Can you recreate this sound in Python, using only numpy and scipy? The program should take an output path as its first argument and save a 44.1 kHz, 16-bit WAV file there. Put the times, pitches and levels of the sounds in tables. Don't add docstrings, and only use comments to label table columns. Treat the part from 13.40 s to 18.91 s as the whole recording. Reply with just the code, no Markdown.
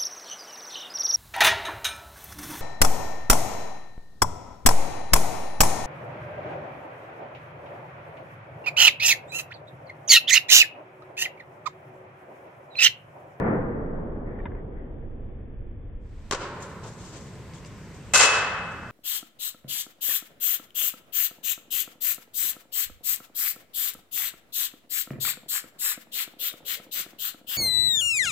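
import sys
import numpy as np
from scipy import signal
from scipy.fft import rfft, irfft, next_fast_len
from scipy.io import wavfile
from scipy.ndimage import uniform_filter1d, minimum_filter1d, map_coordinates

SR = 44100
rng = np.random.default_rng(int(sys.argv[2]) if len(sys.argv) > 2 else 0)


def put_to_file(sound):
    columns = np.atleast_2d(sound).T
    safe = np.clip(columns, -1, 1)
    whole_steps = np.round(safe * 32767)
    wavfile.write(sys.argv[1], SR, whole_steps.astype(np.int16))


def elevation(decibels):
    levels = np.asarray(decibels, float)
    return 10 ** (levels / 20)


N = 242991
TIME = np.arange(N) / SR
SLOW = 1 / 4


def at_hz(points, hz):
    table_hz, values = np.transpose(points)
    return np.interp(np.log(hz), np.log(table_hz), values)


def drift(rate_hz):
    knots = rng.standard_normal(400)
    return map_coordinates(knots, [TIME * rate_hz % 399], order=2)


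# pitch_hz, left_over_right_db
LEFT_PORT = [(60, -7.5), (110, 2), (200, -0.5), (370, -0.5), (680, -0.5), (1240, -1), (2280, 2), (4180, -2),
             (7670, 4.5), (14100, 11)]


def bands(spectrum, likeness, speed, start=0):
    size = next_fast_len(N - start)
    hz = np.maximum(np.fft.rfftfreq(size, 1 / SR), 1)
    mid, side = rfft(rng.standard_normal((2, size)))
    alike = np.clip(at_hz(likeness, hz / speed), -1, 1)
    ports = elevation(np.outer([.5, -.5], at_hz(LEFT_PORT, hz / speed)))
    colour = elevation(at_hz(spectrum, hz)) * (hz < spectrum[-1][0])
    both = np.sqrt(1 + alike) * mid + np.sqrt(1 - alike) * side * [[1], [-1]]
    both = both * ports * colour / np.sqrt(2 * np.mean(colour ** 2))
    for centre_hz in 16 * 2 ** np.arange(0, 10.5, .5):
        share = np.clip(1 - 2 * np.abs(np.log2(hz / centre_hz)), 0, 1)
        yield centre_hz, irfft(both * share, size)[:, :N - start]


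# pitch_hz, likeness (1 same, -1 opposite)
ECHO_LIKENESS = [(60, 0.9), (130, 0.98), (290, 0.95), (620, 0.98), (1360, 0.74), (2960, 0.24),
                 (6450, -0.15), (14100, -0.9)]


def bunches(rows, spectrum, t60s, speed):
    start = max(int(rows[0][0] * SR), 0)
    start_s, level_db, rise_s, t60_s, pan_db, tilt_db = np.transpose(rows)[:, :, None]
    age = np.maximum(TIME[start:] - start_s, 0)
    swell = 1 - np.exp(-age / rise_s)
    power = (elevation(level_db - 60 * age / t60_s) * swell) ** 2
    sides = elevation(np.outer([1, -1], pan_db))
    out = 0
    for hz, band in bands(spectrum, ECHO_LIKENESS, speed, start):
        weights = sides * elevation(2 * tilt_db.T * np.log2(hz / speed / 2000))
        air_loss = elevation(-60 * age[0] / at_hz(t60s, hz))
        out = out + band * np.sqrt(weights @ power) * air_loss
    return np.pad(out, ((0, 0), (start, 0)))


def dome(echoes, tilt, field):
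    rows = []
    for k, (start_s, level_db, t60_s, pan_db) in enumerate(echoes):
        rise_s = 0.082 * t60_s ** 1.295
        tilt_db = tilt[k > 0] + .15 * abs(pan_db)
        rows.append((start_s, level_db, rise_s, t60_s, pan_db, tilt_db))
    start_s, level_db, rise_s, tilt_db = field
    return rows + [(start_s, level_db, rise_s, 60, 0, tilt_db)]


# start_s, level_db, t60_s, left_right_db
REPLAY_ECHOES = [
    (-.089, -15.5, 1.12, 0),
    (.038, -14.5, 0.62, 0),
    (.12, -29, .23, 0),
]
# pitch_hz, level_db (per Hz)
REPLAY_MITT = [(35, -28.5), (60, -9.5), (92, -9), (139, -3), (232, -3), (266, -5), (395, -7), (493, -4),
               (566, -9.5), (1880, -20), (3600, -52), (4680, -88.5), (7920, -120)]
# pitch_hz, t60_s
REPLAY_T60 = [(60, 8.5), (150, 4.96), (350, 7.96), (700, 5.23), (1500, 3.42), (3500, 1.5)]


def replay_catch():
    echoes = dome(REPLAY_ECHOES, (.7, .4), (-0.1, -26.5, 0.11, -0.65))
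    return bunches(echoes, REPLAY_MITT, REPLAY_T60, SLOW)


# pitch_hz, likeness
LIKENESS = [(60, 1), (130, 0.96), (290, 0.98), (620, 0.92), (1360, 0.77), (2960, 0.53), (6450, 0.15),
            (14100, 0.049)]


def blower(spectrum, level_db, speed, patchy_db):
    roar = 0
    for _, band in bands(spectrum, LIKENESS, speed):
        roar = roar + band * elevation(patchy_db * drift(8.0 * speed))
    return elevation(level_db) * roar


# pitch_hz, level_db (per Hz)
REPLAY_BLOWER = [(8.8, -34), (15, -1), (48, -8), (108, -13.5), (174, -25.5), (252, -25), (317, -28),
                 (427, -43.5), (479, -35.5), (740, -46), (1440, -50.5), (1730, -48), (3600, -67),
                 (4680, -107), (7920, -120)]


def replay_blower():
    return blower(REPLAY_BLOWER, -36, SLOW, patchy_db=1.0)


def ring(clicks, hz, t60_s):
    r, w = elevation(-60 / (t60_s * SR)), 2 * np.pi * hz / SR
    return signal.lfilter([0, np.sin(w)], [1, -2 * r * np.cos(w), r * r], clicks + 1e-18)


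def tick(peak_db, hz, cycles, rebound_ms, speed):
    click, t60_s = np.zeros(2000), cycles / hz
    hits = np.arange(4)
    click[hits * round(rebound_ms / speed * SR / 1000)] = elevation(peak_db) * (-.7) ** hits
    body = ring(click, hz, t60_s) + 0.77 * ring(click, .62 * hz, t60_s * 4.0)
    return body + .22 * ring(click, 1.25 * hz, t60_s * 3.5) + .05 * ring(click, 2.2 * hz, t60_s * 2.5)


# pitch_hz, level_db (per Hz)
GEAR = [(240, -38), (400, -25), (1010, -16.5), (2200, -28), (2760, -19), (4590, -18.5), (7740, -12.5),
        (9690, -28), (14300, -42)]
# pitch_hz, t60_s
DRY_T60 = [(100, 500), (14000, 500)]


def gear(rustle, contacts, speed, grain_db):
    spectrum = [(hz * speed, db) for hz, db in GEAR]
    rubs = []
    for start_s, level_db, t60_s, tilt_db in rustle:
        rubs.append((start_s, level_db, 0.052 * t60_s, t60_s, 1.5 * speed, tilt_db))
    out = bunches(rubs, spectrum, DRY_T60, speed) * elevation(grain_db * drift(60 * speed))
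    for ticks, cycles, rebound_ms in contacts:
        for start_s, peak_db, hz in ticks:
            at = round(start_s * SR)
            out[:, at:at + 2000] += tick(peak_db, hz, cycles, rebound_ms, speed)
    return out


# start_s, level_db, t60_s, tilt_db (per octave)
REPLAY_RUSTLE = [
    (.85, -47.5, .9, 0.65),
    (.985, -45.5, 0.09, 2.3),
    (1.056, -38, .09, .1),
    (1.1, -50, .18, .6),
    (1.14, -60, .1, 1.2),
    (1.25, -58.5, 0.94, 1.7),
    (1.62, -59, .2, 1.5),
]
# start_s, peak_db, pitch_hz
REPLAY_TICKS = [
    (1.0563, -28.5, 1600),
    (1.15, -43, 1700),
]
# start_s, peak_db, pitch_hz
REPLAY_CREAKS = [
    (.6954, -60, 5150),
    (.9906, -53, 1870),
    (1.0021, -47.5, 1830),
    (1.1179, -50, 1650),
    (2.3, -62, 4900),
    (2.4294, -63, 5450),
]


def replay_gear():
    return gear(REPLAY_RUSTLE, [(REPLAY_TICKS, 8, .66), (REPLAY_CREAKS, 32, .07)], SLOW, grain_db=6.0)


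# pitch_hz, level_db (per Hz)
BLOWER = [(12, -43), (20, -14.5), (107, 2), (176, -1), (273, -10), (447, -11), (775, -20), (1050, -15.5),
          (1170, -21.5), (2090, -23), (3330, -29), (7000, -33.5), (7810, -31), (10600, -56), (14300, -39.5)]


def live_blower():
    return blower(BLOWER, -42.5, 0.88, patchy_db=1.14)


# pitch_hz, t60_s
DOME_T60 = [(250, 1.54), (700, 1.65), (1400, 1.93), (2500, 1.3), (5000, 0.73), (8000, 0.55), (13000, 0.56)]


def blow(direct, echoes, spectrum, modes):
    crack = bunches(echoes, spectrum, DOME_T60, 1)
    slaps, strikes = np.zeros((2, 2, N))
    for k, (start_s, slap_db, ringing_db, pan_db) in enumerate(direct):
        at = round(start_s * SR)
        sides = elevation([pan_db / 2, -pan_db / 2])
        slaps[:, at] = elevation(slap_db) * sides * (-1) ** k
        strikes[:, at] = elevation(ringing_db) * sides
    slap_band = signal.butter(2, [400, 8000], "band", fs=SR, output="sos")
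    out = crack + signal.sosfilt(slap_band, slaps + 1e-18)
    for hz, level_db, t60_s in modes:
        out = out + elevation(level_db) * ring(crack + strikes, hz, t60_s)
    return out


# start_s, slap_db, ringing_db, left_right_db
MITT_DIRECT = [
    (2.9118, -21, 16, -2),
    (2.9128, -15, 15, -3),
    (2.9146, -6.5, 1, -8),
    (2.934, -30, 14, 0),
]
# start_s, level_db, t60_s, left_right_db
MITT_ECHOES = [
    (2.9105, -12.5, 0.028, 1.5),
    (2.921, -12, 0.068, 2.5),
    (2.931, -15, 0.045, 0),
    (2.944, -17.5, .075, 2.5),
    (2.99, -40, .13, 10),
    (3.0, -20.5, .36, 0),
]
# pitch_hz, level_db (per Hz)
MITT = [(88, -54), (150, -40), (361, -14), (559, -7.5), (730, -14), (954, -7), (1480, -5), (2380, -12.5),
        (7620, -10.5), (9770, -30), (14300, -46)]
# pitch_hz, level_db, t60_s
POCKET = [
    (418, -37.5, 0.025),
    (597, -39.5, 0.022),
    (1110, -35, 0.014),
    (1470, -38, 0.0053),
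    (3150, -35.5, 0.0048),
]


def mitt_smack():
    echoes = dome(MITT_ECHOES, (.6, -1.6), (2.93, -30.5, .02, -3.2))
    return blow(MITT_DIRECT, echoes, MITT, POCKET)


# start_s, level_db, t60_s, tilt_db (per octave)
RUSTLE = [(3.2, -51.5, 0.14, 3), (3.22, -41.5, 0.16, 1.5), (3.28, -55, .3, 1.5), (3.43, -34, .2, -5.5),
          (3.455, -44.5, 0.35, .1), (3.56, -44.5, 1.1, -0.3), (3.72, -37.5, 0.33, -3),
          (3.78, -57, .55, 2.5), (4.135, -46, 0.23, .1), (4.255, -50, .1, 2.5), (4.54, -55, .14, 4.5),
          (5.31, -55, .2, 2.5)]
# start_s, peak_db, pitch_hz
TICKS = [
    (3.7269, -48, 6400),
    (3.9544, -45, 7100),
    (4.136, -39, 4360),
    (4.1614, -47, 5340),
    (4.1825, -52, 5400),
    (4.2492, -38, 4600),
]
# start_s, peak_db, pitch_hz
STEPS = [
    (3.433, -37, 758),
    (3.454, -34, 800),
    (3.745, -47.5, 883),
]


def live_gear():
    return gear(RUSTLE, [(TICKS, 12, .7), (STEPS, 8, 8)], 0.96, grain_db=1.5)


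# start_s, slap_db, ringing_db, left_right_db
BAT_DIRECT = [
    (4.737, -21, 21, 2),
    (4.7455, -22, 22, 1),
    (4.798, -25, 21, -0.66),
]
# start_s, level_db, t60_s, left_right_db
BAT_ECHOES = [
    (4.735, -10.5, 0.085, 0),
    (4.743, -7, .16, -0.5),
    (4.755, -8.5, .07, -3),
    (4.771, -14, 0.12, 12),
    (4.788, -5.5, 0.18, 0),
    (4.806, -3, .12, -3),
    (4.823, -5, .22, 8),
    (4.845, -10, .08, -6.5),
    (4.92, -6.5, 0.48, .1),
]
# pitch_hz, level_db (per Hz)
BAT = [(120, -47), (200, -29), (324, -17.5), (354, -19.5), (439, -8), (584, -7), (639, -9), (1510, -4.5),
       (2400, -13), (2670, -5), (3740, -11.5), (7650, -5.5), (14300, -36.5)]
# pitch_hz, level_db, t60_s
BARREL = [
    (1415, -60, 0.088),
    (1558, -51, 0.14),
    (2077, -46, 0.16),
    (2594, -48, .85),
    (2636, -48, 0.095),
    (7550, -32, 0.014),
]


def bat_ping():
    echoes = dome(BAT_ECHOES, (-0.66, 0.58), (4.78, -11.5, 0.06, 0.34))
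    return blow(BAT_DIRECT, echoes, BAT, BARREL)


def camera(x, speed, hiss_db, from_hz, full_hz, keep_db, mask_db):
    size, top_hz = round(2048 / speed), 14300 * speed
    overlap = size * 3 // 4
    hiss = elevation(hiss_db) * signal.lfilter([1, -.6], [1], rng.standard_normal(x.shape))
    hz, _, z = signal.stft(x + hiss, SR, nperseg=size, noverlap=overlap)
    power = np.abs(z) ** 2
    spent = np.pad(power.sum(axis=(0, 1)), (17, 0))[:-17]
    thinning = elevation(np.interp(hz, [from_hz, full_hz], [-9, keep_db]))[:, None]
    neighbours = np.sqrt(uniform_filter1d(power, size=16, axis=1))
    threshold = thinning * (neighbours + elevation(mask_db) * spent)
    treble = power[:, (hz > full_hz) & (hz < top_hz)].sum(axis=(0, 1))
    attack = treble > 3 * minimum_filter1d(treble, size=5, origin=2)
    kept = (np.abs(z) > threshold) | (hz < from_hz)[:, None] | attack
    below_top = (hz < top_hz)[:, None] | attack & (hz < 1.06 * top_hz)[:, None]
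    return signal.istft(z * kept * below_top, SR, nperseg=size, noverlap=overlap)[1][:, :N]


def scene():
    replay = replay_catch() + replay_blower() + replay_gear()
    live = live_blower() + mitt_smack() + live_gear() + bat_ping()
    replay = camera(replay, SLOW, -56, from_hz=2101, full_hz=2703, keep_db=2, mask_db=-72)
    live = camera(live, 1, -62.5, from_hz=8400, full_hz=9900, keep_db=3.5, mask_db=-68)
    mix = np.interp(TIME, [2.584, 3.203], [0, 1])
    return replay * (1 - mix) + live * mix


def band_limit(x):
    return signal.sosfilt(signal.butter(12, 14660, fs=SR, output="sos"), x)


def record(dry):
    return band_limit(dry)


dry = scene()
out = record(dry)
put_to_file(out)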